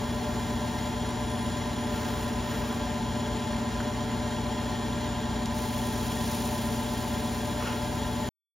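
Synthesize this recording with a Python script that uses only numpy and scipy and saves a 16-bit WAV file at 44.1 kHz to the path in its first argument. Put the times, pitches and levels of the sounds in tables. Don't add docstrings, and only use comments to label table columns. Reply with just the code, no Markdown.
import sys
import numpy as np
from scipy.fft import rfft, irfft, next_fast_len
from scipy.io import wavfile
from scipy.ndimage import map_coordinates

SR = 44100
rng = np.random.default_rng(int(sys.argv[2]) if len(sys.argv) > 2 else 0)


def wav_record(signal):
    frames = np.transpose(np.atleast_2d(signal))
    bounded = np.clip(frames, -1, 1)
    quanta = np.round(bounded * 32767).astype(np.int16)
    wavfile.write(sys.argv[1], SR, quanta)


N = 379260

MAINS_HZ, SPINDLE_HZ, BELT_LAP_HZ, BALL_PASS_HZ = 60.02, 56.17, 8.655, 145.8
STROKE_ATTACK_S = 0.11

# start in seconds, end in seconds, level in dB.
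STICK_STROKES = [(-.1, .88, -54), (1.85, 2.22, -47.5), (2.41, 2.71, -49)]


def amp(db):
    return np.exp(np.asarray(db) * np.log(10) / 20)


def unit(x):
    return x / np.sqrt(np.mean(x ** 2) + 1e-20)


def clock():
    return np.arange(N) / SR


def along(points, hz):
    point_hz, value = np.transpose(points)
    return np.interp(np.log(hz + 1), np.log(point_hz + 1), value)


def wobble(knots_per_s):
    knots = rng.standard_normal(1024)
    coarse_s = clock()[::64]
    curve = map_coordinates(knots, [coarse_s * knots_per_s], mode="wrap")
    return np.interp(clock(), coarse_s, curve)


def filtered(x, response):
    size = next_fast_len(N + 8192, True)
    spectrum = rfft(x, size) * response(np.fft.rfftfreq(size, 1 / SR))
    return irfft(spectrum, size)[..., :N]


def colour(x, spectrum, modes=()):
    # frequency in Hz, left-right correlation from 0 to 1.
    likeness = [(50, .99), (200, .94), (350, .84), (700, .72), (1200, .66), (2000, .95), (4000, .94),
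                (7000, .92), (7700, 1), (8800, 1), (9500, .86), (12000, .92), (14000, .76)]

    def response(hz):
        grid = hz[::16]
        power = np.ones(len(grid))
        for centre_hz, width_hz, db in modes:
            detuning = 2 * (grid - centre_hz) / width_hz
            power += (amp(db) ** 2 - 1) / (1 + detuning ** 2) ** 2
        gain = amp(along(spectrum, grid)) * np.sqrt(np.abs(power))
        turn = np.arccos(np.clip(along(likeness, grid), -1, 1)) / 2
        mid_gain = np.interp(hz, grid, gain * np.cos(turn))
        side_gain = np.interp(hz, grid, gain * np.sin(turn))
        return np.array([mid_gain, side_gain])

    mid, side = filtered(x, response)
    return unit(np.array([mid + side, mid - side]))


def noise():
    return rng.standard_normal((2, N))


def tones(lines, time, flutter_db, base_hz=1):
    out = np.zeros(N)
    for multiple, db in lines:
        phase = 2 * np.pi * (multiple * base_hz * time + rng.random())
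        out += np.sqrt(2) * amp(db + flutter_db * wobble(9)) * np.sin(phase)
    return out


def cycle(hz, time):
    return np.sin(2 * np.pi * hz * time)


def stroke(start_s, end_s, attack_s, release_s):
    t = clock()
    rise = np.clip((t - start_s) / attack_s, 0, 1)
    return rise * np.exp(-np.maximum(t - end_s, 0) / release_s)


def swells(rows):
    return sum(amp(db) * np.exp(-((clock() - s) / length_s) ** 2) for s, length_s, db in rows)


def motor(shaft):
    # multiple of the mains frequency, level in dB.
    hum_lines = [(2, -40), (4, -37), (6, -55), (10, -46), (12, -53.5), (14, -52), (16, -63.5)]
    # frequency in Hz, level in dB.
    whine_lines = [(580.1, -53), (591.6, -52), (686.2, -58), (731.5, -58), (745.5, -52), (773.8, -57),
                   (865.6, -55), (875, -50), (902.5, -56), (924.5, -54), (1005.2, -47.3), (1013.8, -48.6),
                   (1022.4, -59), (1373.9, -59.5), (1601.6, -62), (1626.5, -62), (1636.4, -62.5),
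                   (1832, -65), (2099, -66)]
    hum = tones(hum_lines, clock(), flutter_db=0.5, base_hz=MAINS_HZ)
    return hum + tones(whine_lines, shaft, flutter_db=0.6)


def belt(shaft):
    # multiple of the lap rate, level in dB.
    flap_lines = [(7, -47.5), (9, -50), (10, -47.5), (11, -49.5), (18, -53), (22, -48), (31, -55),
                  (32, -55), (35, -55), (51, -55)]
    # frequency in Hz, relative level in dB per Hz.
    rumble_spectrum = [(15, -27.5), (28, -13.5), (46, 1), (100, -0.5), (138, -5.5), (165, -1), (270, -2),
                       (360, -5.5), (420, -5.5), (510, -15.5), (950, -13), (1200, -18.5), (1800, -21.5),
                       (4000, -70)]
    # centre in Hz, width in Hz, level in dB over the broad spectrum.
    frame_modes = [(161.5, 20, 3.5), (207, 26, 2.5), (408, 24, -0.5), (440.7, 48, 7.5), (591.7, 58, 14),
                   (743, 49, 11), (882, 34, 13.5), (910, 16, 7.5), (974, 20, 11), (1124, 21, 11)]
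    random_share = 0.55
    size = round(SR / BELT_LAP_HZ)
    surface = unit(irfft(np.exp(2j * np.pi * rng.random((2, size // 2 + 1))), size))
    position = shaft * BELT_LAP_HZ % 1 * size
    laps = np.array([np.interp(position, np.arange(size), side) for side in surface])
    shake = np.sqrt(1 - random_share) * laps + np.sqrt(random_share) * noise()
    rumble = amp(-36.5) * colour(shake, rumble_spectrum, frame_modes)
    return rumble + tones(flap_lines, shaft, flutter_db=0.6, base_hz=BELT_LAP_HZ)


def ripple(hz, depth_db, spacing_hz=40):
    bumps = np.interp(hz / spacing_hz, np.arange(2048), rng.standard_normal(2048))
    return amp(depth_db * bumps * (hz > 3500) * (hz < 11000))


def spindle(shaft):
    # multiple of the turn rate, level in dB before the drone curve.
    drone_lines = [(1, -48.5), (4, -41), (5, -55.5), (7, -53.5)]
    # time in seconds, gain in dB.
    drone_curve = [(0, 0), (2.7, 1), (6.6, 3), (7.3, 2), (7.7, -7), (8.3, -2)]
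    # frequency in Hz, relative level in dB per Hz.
    hiss_spectrum = [(300, -35.5), (800, -10.5), (1200, 0.5), (2000, -0.5), (2300, -3.5), (3300, -1.5),
                     (4000, -3.5), (5000, -5.5), (7000, -8.5), (9500, -9.5), (11500, -19), (13500, -17.5),
                     (15800, -18.5)]
    # centre in Hz, width in Hz, level in dB over the broad spectrum.
    headstock_modes = [(1390, 19, 8.5), (1608, 22, 10.5), (1833, 62, 9.5), (2062, 60, 6.5),
                       (2375, 170, 4.5), (2834, 83, 7), (3078, 32, 7.5), (3219, 59, 10), (3392, 83, 10),
                       (3830, 130, 5.5), (4240, 150, 5.5), (5320, 180, 2.5), (5750, 96, 7.5),
                       (6875, 180, 10.5), (7280, 240, 11)]
    load_db = 0.5 * cycle(SPINDLE_HZ, shaft) + 0.55 * cycle(BALL_PASS_HZ, shaft)
    flicker_db = 0.6 * wobble(90) + 0.18 * wobble(7)
    rolling = filtered(noise(), lambda hz: ripple(hz, depth_db=1.1))
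    hiss = amp(-41.5) * colour(rolling * amp(load_db + flicker_db), hiss_spectrum, headstock_modes)
    curve_s, curve_db = np.transpose(drone_curve)
    drone = tones(drone_lines, shaft, flutter_db=2.0, base_hz=SPINDLE_HZ)
    return hiss + amp(np.interp(clock(), curve_s, curve_db)) * drone


def rub(shaft, spectrum, turn_db, grain_db):
    grip = amp(turn_db * cycle(SPINDLE_HZ, shaft) + grain_db * wobble(110))
    return colour(noise() * grip, spectrum)


def polish_stick(shaft):
    # frequency in Hz, relative level in dB per Hz.
    wax_spectrum = [(400, -28.5), (1100, 12.5), (2500, -7), (5000, 3), (10000, -1), (12000, -11),
                    (14300, 6), (15800, -4.5)]
    pressure = sum(amp(db) * stroke(start_s, end_s, STROKE_ATTACK_S, release_s=0.11)
                   for start_s, end_s, db in STICK_STROKES)
    return pressure * rub(shaft, wax_spectrum, turn_db=1.5, grain_db=1)


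def dry_edge(shaft):
    # frequency in Hz, relative level in dB per Hz.
    scratch_spectrum = [(1200, -25.5), (4000, -8.5), (5000, -3), (6500, -13), (9000, -5), (10400, 7),
                        (11500, -9), (16000, -11)]
    # centre in seconds, half-length in seconds, level in dB.
    catches = [(1.085, .02, -57), (1.4, .13, -56.5), (1.83, .05, -62), (2.225, .045, -55),
               (2.43, .02, -58.5)]
    lift_s = 2.75
    contact = stroke(STICK_STROKES[0][0], lift_s, STROKE_ATTACK_S, release_s=0.15)
    pressure = amp(-61.5) * contact + swells(catches)
    return pressure * rub(shaft, scratch_spectrum, turn_db=2, grain_db=2.0)


def chatter(shaft):
    # centre in seconds, half-length in seconds, level in dB.
    presses = [(2.097, 0.24, -45), (2.6, 0.21, -44.5), (6.318, 0.063, -54.5), (7.676, 0.076, -37)]
    # frequency in Hz, relative level in dB per Hz.
    chatter_spectrum = [(250, -8.5), (440, 12), (600, -2.5), (900, -1.5), (1400, 5.5), (2000, -3.5),
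                        (2900, -1.5), (3600, -12.5), (5500, -10), (10000, -29.5)]
    return swells(presses) * rub(shaft, chatter_spectrum, turn_db=1.5, grain_db=1.2)


def ticks():
    # start in seconds, level in dB, centre in Hz, width in octaves, 60 dB decay in seconds.
    tick_rows = [(3.801, -29.5, 1450, .3, .055), (5.458, -29, 5300, .6, .013)]
    out = np.zeros(N)
    for start_s, db, centre_hz, octaves, t60_s in tick_rows:
        def band(hz):
            return np.exp(-0.5 * (np.log2((hz + 1) / centre_hz) / octaves) ** 2)
        burst = unit(filtered(noise()[0], band))
        age_s = clock() - start_s
        decay = np.exp(-np.log(1000) * np.abs(age_s) / t60_s)
        out += burst * (age_s >= 0) * amp(db) * decay
    return out


def towel_pressure():
    on_s, attack_s, level_db = 5.5, 0.091, -42.5
    ease_from_s, ease_db_per_s = 6.25, 3
    squeeze_s, squeeze_db, squeeze_attack_s = 6.31, 4.5, 0.13
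    squeeze = stroke(squeeze_s - squeeze_attack_s, squeeze_s, squeeze_attack_s, release_s=0.34)
    eased_db = ease_db_per_s * np.maximum(clock() - ease_from_s, 0)
    landed = np.clip((clock() - on_s) / attack_s, 0, 1)
    return landed * amp(level_db + squeeze_db * squeeze - eased_db)


def towel(shaft):
    # frequency in Hz, relative level in dB per Hz.
    paper_spectrum = [(500, -31.5), (1500, -9), (2400, 1.5), (3300, 3), (5500, 2.5), (10000, 3.5),
                      (11800, -3.5), (13700, 0), (15800, -0.5)]
    return towel_pressure() * rub(shaft, paper_spectrum, turn_db=-1.8, grain_db=1.3)


def ports(hz):
    # frequency in Hz, left minus right level in dB.
    lean = [(40, 1), (120, 3), (235, .4), (400, .9), (590, 4.6), (730, 2.6), (880, 3.4), (1000, -1.2),
            (1200, .7), (2200, 0)]
    # frequency in Hz, lead of left over right in radians.
    phase_lead = [(60, .15), (230, .28), (350, 0), (950, -.3), (2100, 0), (3300, .55), (6200, 0),
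                  (7200, .9), (7800, 3.05), (8650, 3.1), (9200, 1.5), (10500, .3), (12500, -.3),
                  (15500, -2.1)]
    half = np.array([[0.5], [-0.5]])
    return amp(half * along(lean, hz)) * np.exp(1j * half * along(phase_lead, hz))


def scene():
    shaft = clock() + 0.00025 * wobble(1.3) + 0.00003 * wobble(12)
    lathe = motor(shaft) + belt(shaft) + spindle(shaft)
    polishing = polish_stick(shaft) + dry_edge(shaft) + chatter(shaft) + towel(shaft)
    return filtered(lathe + polishing + ticks(), ports)


def record(dry):
    cut_s, top_hz = 8.29, 15830
    cut = dry * np.clip((cut_s - clock()) / 0.002 + 0.5, 0, 1)
    return filtered(cut, lambda hz: hz < top_hz)


dry = scene()
out = record(dry)
wav_record(out)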